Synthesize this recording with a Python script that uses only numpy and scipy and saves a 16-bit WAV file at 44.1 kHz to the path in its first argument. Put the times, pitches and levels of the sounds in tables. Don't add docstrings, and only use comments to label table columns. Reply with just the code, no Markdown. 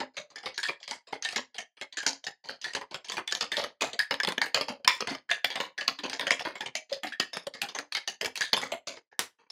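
import sys
import numpy as np
from scipy import signal
from scipy.fft import rfft, irfft
from scipy.io import wavfile
from scipy.ndimage import uniform_filter1d

SR = 44100
rng = np.random.default_rng(int(sys.argv[2]) if len(sys.argv) > 2 else 0)


def volts_from_decibels(level):
    exponent = np.asarray(level, float) / 20
    return 10 ** exponent


def wav_out(sig):
    wavfile.write(sys.argv[1], SR, np.round(np.clip(np.atleast_2d(sig).T, -1, 1) * 32767).astype(np.int16))


N = 419391
BLOCK = 8192
LEAD_IN_S = .003


def room(x, low_t60_s=0.33, high_t60_s=0.28, split_hz=330.0, gap_s=0.008, wet_db=-16.0):
    t = np.arange(2 * BLOCK) / SR
    noise = rng.standard_normal(2 * BLOCK) * (1 - np.exp(-(t / gap_s) ** 2))
    low = signal.sosfilt(signal.butter(1, split_hz, fs=SR, output="sos"), noise)
    echo = low * volts_from_decibels(-60 * t / low_t60_s) + (noise - low) * volts_from_decibels(-60 * t / high_t60_s)
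    echo = echo / np.sqrt(np.sum(echo ** 2))
    return x + volts_from_decibels(wet_db) * signal.fftconvolve(x, echo)[:N]


def gulps(rise_s=0.0025, sag_per_s=0.69, rough=.5, longest_s=.4):
    # start_s, level_db, starting pitch_hz, decay_s
    hums = [(.185, -44.5, 622, 0.042), (4.44, -42.5, 334, 0.0056), (4.795, -46, 565, 0.018),
            (5.112, -31.5, 276, 0.022), (6.045, -41.5, 519, 0.052), (6.272, -29.5, 565, 0.012),
            (6.918, -26, 560, 0.016), (6.962, -34.5, 560, 0.014), (7.468, -23.5, 581, 0.0073),
            (8.722, -24, 609, 0.0077)]
    out = 0
    wobble = uniform_filter1d(rng.standard_normal(N), size=200) * np.sqrt(200)
    for start_s, level_db, pitch_hz, decay_s in hums:
        t = np.clip(np.arange(N) / SR - start_s, 0, longest_s)
        tone = np.sin(2 * np.pi * pitch_hz * (t - sag_per_s * t ** 2 / 2))
        envelope = (1 - np.exp(-t / rise_s)) * np.exp(-t / decay_s) * (t < longest_s)
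        out = out + volts_from_decibels(level_db) * tone * envelope
    return out * (1 + rough * wobble)


def slap(lead_s=0.0011, tail_s=0.024, tail_db=-9.5, low_hz=280.0, high_hz=9200.0, dull_hz=5200.0):
    # start_s, peak_db
    start_s, peak_db = (9.1922, -8)
    t = np.clip(np.arange(N) / SR - start_s, 0, None)
    noise = rng.standard_normal(N)
    rattle = signal.sosfilt(signal.butter(1, dull_hz, fs=SR, output="sos"), noise)
    smack = noise * np.exp(-t / lead_s) + volts_from_decibels(tail_db) * rattle * np.exp(-t / tail_s)
    smack = smack * (t > 0)
    smack = signal.sosfilt(signal.butter(1, [low_hz, high_hz], "bandpass", fs=SR, output="sos"), smack)
    return volts_from_decibels(peak_db) * smack / np.abs(smack).max()


def swarm(decay_s, lead_db, rise_s, rate_hz=420., scatter_db=8.0, slosh_db=-7.0, tap_s=0.0013, lead_s=0.00054):
    t = np.arange(BLOCK) / SR
    chance = rng.standard_normal((len(decay_s), 2, BLOCK))
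    taps = rng.random((len(decay_s), BLOCK)) < rate_hz / SR
    taps = taps * volts_from_decibels(scatter_db * np.tanh(chance[:, 0]))
    taps = signal.lfilter([1], [1, -np.exp(-1 / (tap_s * SR))], taps)
    rise = 1 - np.exp(-(t / rise_s[:, None]) ** 2)
    fade = rise * np.exp(-t / np.clip(decay_s, .003, .07)[:, None])
    after = t - LEAD_IN_S
    lead = volts_from_decibels(lead_db)[:, None] * (after >= 0) * np.exp(-np.abs(after) / lead_s)
    return chance[:, 1] * ((taps + volts_from_decibels(slosh_db)) * fade + lead)


def damped_mode(hz, mode_hz, t60_s):
    width_hz = np.log(1000) / (np.pi * t60_s)
    scale = np.sqrt(width_hz * mode_hz) * mode_hz
    return scale / (mode_hz ** 2 - hz ** 2 + 1j * hz * width_hz)


def small_modes(hz, count, depth_db=3.3):
    heights = np.tanh(rng.standard_normal((count, 256)))
    ripple = np.array([np.interp(hz, np.arange(256) * 90., row) for row in heights])
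    cepstrum = irfft(np.log(volts_from_decibels(depth_db)) * ripple)
    cepstrum[:, BLOCK // 2:] = 0
    return np.exp(2 * rfft(cepstrum))


def body(hz, hollow_hz, hollow_db=-5.5, hollow_t60_s=0.04, share_db=-16.0, lumps_db=4.0, lump_octaves=0.2497):
    # mean pitch_hz, relative level_db, t60_s
    walls = [(274.5, 8, 0.25), (560, 2.5, 0.25), (2287, 5, 0.048), (3364, 8, 0.014), (4296, -5, 0.0052),
             (5047, 7.5, 0.0077), (6795, 5, 0.004)]
    # pitch_hz, level_db (per Hz)
    bare_crack = [(60, -25), (256, -12), (950, -3), (1420, -8), (1900, -4), (4420, -2.5), (7400, -12.5),
                  (10000, -19.5), (12700, -29), (16000, -36)]
    count = len(hollow_hz)
    response = 1 + volts_from_decibels(hollow_db) * damped_mode(hz, hollow_hz[:, None], hollow_t60_s)
    scatter_db, detune_share = 5.5, .05
    for wall_hz, level_db, t60_s in walls:
        chance = rng.standard_normal((count, 2)).T[:, :, None]
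        mode_hz = wall_hz * (1 + detune_share * chance[0])
        gain = volts_from_decibels(level_db + share_db + scatter_db * np.tanh(chance[1]))
        response = response + gain * damped_mode(hz, mode_hz, t60_s)
    place = np.log2(1 + hz / 100) / lump_octaves
    lumps = rng.standard_normal((count, 128))
    lumps = np.array([np.interp(place, np.arange(128), row) for row in lumps])
    response = response * small_modes(hz, count)
    crack_hz, crack_db = np.array(bare_crack).T
    return response * volts_from_decibels(np.interp(np.log(hz), np.log(crack_hz), crack_db) + lumps_db * lumps)


def tin_ring(hz, count, scatter_share=.025):
    # mean pitch_hz, t60_s, half_spacing (share of the pitch)
    mean_hz, t60_s, half_spacing = (1760, 0.051, 0.027)
    tin_hz = mean_hz * (1 + scatter_share * rng.standard_normal((count, 1)))
    pair = sum(damped_mode(hz, tin_hz * (1 + side * half_spacing), t60_s) for side in (-1, 1))
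    return pair * (hz / tin_hz).clip(0, 1) ** 2


def cube_shares(hz, count):
    def below(edge_hz):
        scattered_hz = edge_hz * 2 ** (.2 * rng.standard_normal((count, 1)))
        return 1 / (1 + (hz / scattered_hz) ** 8)
    dull, middling = below(2700), below(3900)
    return dull, (1 - dull) * middling, (1 - dull) * (1 - middling)


def hollow_pitch(weight_db, usual_thud_db=-19, middle_hz=680, octaves_per_db=-.035, scatter_octaves=.2):
    heavy_db = (weight_db - usual_thud_db).clip(-16, 14)
    octaves = octaves_per_db * heavy_db + scatter_octaves * rng.standard_normal(len(weight_db))
    return (middle_hz * 2 ** octaves).clip(250, 1250)


def ring_levels(blow_s, crack_db, usual_db=-21, scatter_db=5.5):
    # time_s, peak_db
    clangs = [(0.3564, -33.5), (0.5791, -25), (0.6295, -24.5), (1.2516, -25), (1.3623, -28),
              (1.9724, -25.5), (2.6439, -25.5), (3.3234, -23.5), (3.5174, -29), (3.9928, -13.5),
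              (4.2018, -20), (4.3824, -22), (4.4179, -17.5), (5.2904, -22), (5.7793, -24.5), (6.2687, -29),
              (7.1252, -29), (8.4088, -19), (9.1167, -47)]
    ring_db = crack_db + usual_db + scatter_db * rng.standard_normal(len(blow_s))
    for time_s, peak_db in clangs:
        ring_db[np.abs(blow_s - time_s).argmin()] = peak_db
    return ring_db


def shaker(window_s=0.0063, lead_db=17.5, harder=0.5, rise_s=0.00093, softer=0.34):
    # blow_s, crack_peak_db, thud_over_crack_db, base decay_s of the swarm
    knock_list = [(0.0014, -24.5, -10.5, 0.017), (0.138, -49.5, -19, 0.081), (0.1692, -26, -18, 0.028),
                  (0.3032, -43.5, -17, 0.029), (0.359, -32, -21, 0.032), (0.432, -39, -10, 0.044),
                  (0.4594, -23, -15, 0.027), (0.5438, -38, -50, 0.084), (0.5792, -17, -34, 0.024),
                  (0.632, -20, -35, 0.044), (0.6739, -30, -23.5, 0.011), (0.6863, -27.5, -6, 0.016),
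                  (0.802, -42.5, -23.5, 0.019), (0.83, -33, -38, 0.027), (0.8787, -25.5, -25, 0.047),
                  (0.9109, -20, -21, 0.033), (1.071, -41.5, -19, 0.091), (1.127, -28.5, -5.5, 0.023),
                  (1.2248, -21.5, -46, 0.031), (1.2492, -19.5, -26, 0.026), (1.2891, -21, -29.5, 0.055),
                  (1.325, -28.5, -19.5, 0.024), (1.3614, -16.5, -18.5, 0.027), (1.545, -36, -22, 0.038),
                  (1.5833, -21, -24, 0.025), (1.7698, -43, -19, 0.081), (1.8137, -23, -19.5, 0.017),
                  (1.926, -32.5, -32.5, 0.026), (1.9717, -22, -29.5, 0.034), (2.03, -27.5, -17, 0.018),
                  (2.0658, -9, -27, 0.035), (2.2418, -28.5, -25, 0.016), (2.2678, -20, -24, 0.022),
                  (2.4419, -39.5, -17, 0.089), (2.4888, -25, -15, 0.04), (2.615, -31.5, -34, 0.057),
                  (2.6435, -21, -31, 0.046), (2.7358, -28, -25, 0.008), (2.7505, -17.5, -18, 0.021),
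                  (2.7633, -24.5, -13, 0.012), (2.813, -36.5, -4, 0.013), (2.912, -32, -16.5, 0.056),
                  (2.9448, -19.5, -18, 0.017), (3.046, -35.5, -25, 0.027), (3.085, -28, -30, 0.028),
                  (3.0983, -22, -23, 0.013), (3.12, -22, -23.5, 0.028), (3.1697, -21.5, -17, 0.014),
                  (3.181, -24, -9, 0.014), (3.2772, -20, -40, 0.027), (3.3127, -25.5, -30, 0.011),
                  (3.3244, -13.5, -29, 0.013), (3.351, -13, -32, 0.025), (3.4102, -16, -20, 0.024),
                  (3.5186, -19, -25, 0.049), (3.569, -14.5, -21, 0.059), (3.6397, -20, -17, 0.014),
                  (3.81, -18.5, -20.5, 0.049), (3.8206, -12.5, -18.5, 0.031), (3.933, -27.5, -18.5, 0.019),
                  (3.9925, -11, -33.5, 0.027), (4.1102, -15, -15.5, 0.025), (4.142, -20.5, -17, 0.0094),
                  (4.2017, -16, -28.5, 0.0091), (4.235, -17, -22.5, 0.012), (4.249, -17.5, -21, 0.0083),
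                  (4.274, -18.5, -14.5, 0.026), (4.288, -16.5, -22, 0.011), (4.3222, -21.5, -18, 0.0082),
                  (4.3813, -14, -18.5, 0.0054), (4.4168, -12.5, -22.5, 0.022), (4.46, -27.5, -20, 0.02),
                  (4.546, -6.5, -21.5, 0.031), (4.5753, -20.5, -14.5, 0.004), (4.6113, -14, -17, 0.02),
                  (4.6839, -26.5, -9, 0.032), (4.848, -21.5, -21.5, 0.0061), (4.8775, 2.5, -39, 0.04),
                  (5.007, -18, -17, 0.021), (5.073, -19, -20, 0.053), (5.107, -30.5, -10.5, 0.018),
                  (5.1502, -25.5, -16, 0.007), (5.2926, -35, -18.5, 0.036), (5.3044, -25.5, -29, 0.0084),
                  (5.3143, -10.5, -30.5, 0.028), (5.446, -6, -26, 0.024), (5.5036, -21.5, -24, 0.038),
                  (5.5572, -19, -19.5, 0.035), (5.603, -16.5, -15.5, 0.041), (5.7798, -27, -23, 0.041),
                  (5.81, -23.5, -22, 0.026), (5.88, -5, -26, 0.019), (5.9891, -27, -20.5, 0.018),
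                  (6.0362, -26.5, -11.5, 0.042), (6.098, -22, -24.5, 0.026), (6.132, -20.5, -22.5, 0.03),
                  (6.196, -14.5, -22.5, 0.0163), (6.2115, -18.5, -19.5, 0.034), (6.2694, -18, -20, 0.016),
                  (6.3079, -4.5, -25, 0.026), (6.395, -23.5, -19.5, 0.029), (6.4517, -24, -10.5, 0.041),
                  (6.555, -30, -16, 0.031), (6.6084, -23, -14.5, 0.019), (6.6603, -27.5, -14, 0.016),
                  (6.7539, -15.5, -24, 0.026), (6.896, -39, -21.5, 0.073), (6.9274, -20, -29, 0.023),
                  (7.0345, -20.5, -17.5, 0.025), (7.07, -28, -39, 0.023), (7.124, -34, -31, 0.02),
                  (7.2, -8.5, -24, 0.022), (7.3331, -24.5, -21.5, 0.058), (7.37, -20.5, -16.5, 0.0073),
                  (7.47, -23, -14, 0.009), (7.539, -31.5, -23, 0.037), (7.618, -14, -23, 0.025),
                  (7.688, -30, -20.5, 0.023), (7.7499, -24, -16, 0.039), (7.788, -20.5, -19.5, 0.013),
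                  (7.9239, -19, -37, 0.017), (7.9506, -15.5, -29.5, 0.027), (7.9697, -19, -27.5, 0.015),
                  (8.077, -17, -25, 0.029), (8.213, -16.5, -22, 0.031), (8.2473, -17, -18, 0.008),
                  (8.2581, -18.5, -21.5, 0.015), (8.3566, -23.5, -41.5, 0.032), (8.3755, -22, -29.5, 0.014),
                  (8.4092, -16, -23.5, 0.024), (8.4189, -18.5, -37.5, 0.041), (8.532, -4, -26.5, 0.00575),
                  (8.537, -10.5, -18, 0.017), (8.5675, -20, -14.5, 0.028), (8.616, -26.5, -14, 0.051),
                  (8.7203, -23.5, -14, 0.022), (8.8726, -23, -19, 0.047), (8.9673, -41.5, -10.5, 0.016),
                  (9.1164, -57, -7, 0.034), (9.3874, -56, -7, 0.11), (9.5018, -33, -26, 0.013)]
    # time_s, sparkle_over_crack_db,
    # crack_tilt_db_per_octave, sparkle_tilt_db_per_octave
    turns = [(0, -22, 2, -6.5), (2, -25.5, 4, -2), (3.8, -25.5, 2, 1.5), (4.499, -24, -3, 2.5),
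             (5.5, -31, -1.5, 8.5), (6.3, -29, 0, 3), (7.3, -22.5, 0.5, 1), (8.501, -21, 1, 0)]
    edges_hz = [1300, 7500]
    # decay_factor, rise_factor, added lead_blow_db
    parts = [(0.98, 1.63, -7), (1, 0.36, -2.5), (0.85, 0.65, 5), (1, 1.2, 8.5)]
    blow_s, crack_db, weight_db, decay_s = np.transpose(knock_list)
    count = len(blow_s)
    turn_s, *treble = np.transpose(turns)
    over_db, crack_tilt, sparkle_tilt = (np.interp(blow_s, turn_s, column) for column in treble)
    thud_db, sparkle_db = crack_db + weight_db, crack_db + over_db
    ring_db = ring_levels(blow_s, crack_db)

    hz = np.arange(BLOCK // 2 + 1) * SR / BLOCK + 1e-3
    response = body(hz, hollow_pitch(weight_db))
    low_hz, high_hz = edges_hz
    thud, crack, sparkle = (
        response * signal.sosfreqz(signal.butter(2, edge, kind, fs=SR, output="sos"), hz, fs=SR)[1]
        for edge, kind in [(low_hz, "lowpass"), (edges_hz, "bandpass"), (high_hz, "highpass")])
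    crack = crack * volts_from_decibels(crack_tilt[:, None] * np.log2(hz.clip(low_hz, high_hz) / low_hz))
    sparkle = sparkle * volts_from_decibels(sparkle_tilt[:, None] * np.log2(hz.clip(high_hz) / high_hz))

    shapes = [thud, tin_ring(hz, count), crack, sparkle]
    levels = [thud_db, ring_db, crack_db, sparkle_db]
    by_peak = [False, True, True, False]
    shares = cube_shares(hz, count)
    early = np.exp(-np.arange(BLOCK) / SR / window_s)
    force_db = crack_db.clip(-36)
    knocks = 0
    for shape, level_db, peak, (longer, slower, blow_db) in zip(shapes, levels, by_peak, parts):
        part_lead_db = lead_db + blow_db + harder * force_db
        part_rise_s = slower * rise_s * volts_from_decibels(-softer * force_db)
        drive = sum(np.sqrt(share) * rfft(swarm(longer * decay_s, part_lead_db, part_rise_s))
                    for share in shares)
        band = irfft(shape * drive)
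        size = np.abs(band).max(1) if peak else np.sqrt(band ** 2 @ early / early.sum())
        knocks = knocks + band * (volts_from_decibels(level_db) / size)[:, None]
    knocks = knocks * np.hanning(2 * BLOCK)[BLOCK:] ** .5
    out = np.zeros(N + BLOCK)
    starts = np.maximum((blow_s - LEAD_IN_S) * SR, 0).astype(int)
    for start, knock in zip(starts, knocks):
        out[start:start + BLOCK] += knock
    return out[:N]


def scene():
    return room(gulps() + slap() + shaker())[None]


def low_pass(x):
    return signal.sosfilt(signal.butter(12, 16540, fs=SR, output="sos"), x)


def record(dry):
    knee_db, slope, ceiling = -78., .7, 1.1
    cells = signal.stft(dry, nperseg=1024, noverlap=768)[2]
    power = uniform_filter1d(np.abs(cells) ** 2, size=9, axis=1)
    power = uniform_filter1d(power, size=2, axis=2)
    whole = power.mean(1, keepdims=True)
    level_db = 10 * np.log10(np.sqrt(power.clip(1e-16) * whole.clip(1e-16)))
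    gain = volts_from_decibels(slope * np.minimum(level_db - knee_db, 0))
    quiet = signal.istft(cells * gain, nperseg=1024, noverlap=768)[1][:, :N]
    quiet = signal.sosfilt(signal.butter(2, 75., "highpass", fs=SR, output="sos"), quiet)
    quiet = signal.sosfilt(signal.butter(8, 15800., fs=SR, output="sos"), quiet)
    return low_pass(ceiling * np.tanh(quiet / ceiling))


dry = scene()
out = record(dry)
wav_out(out)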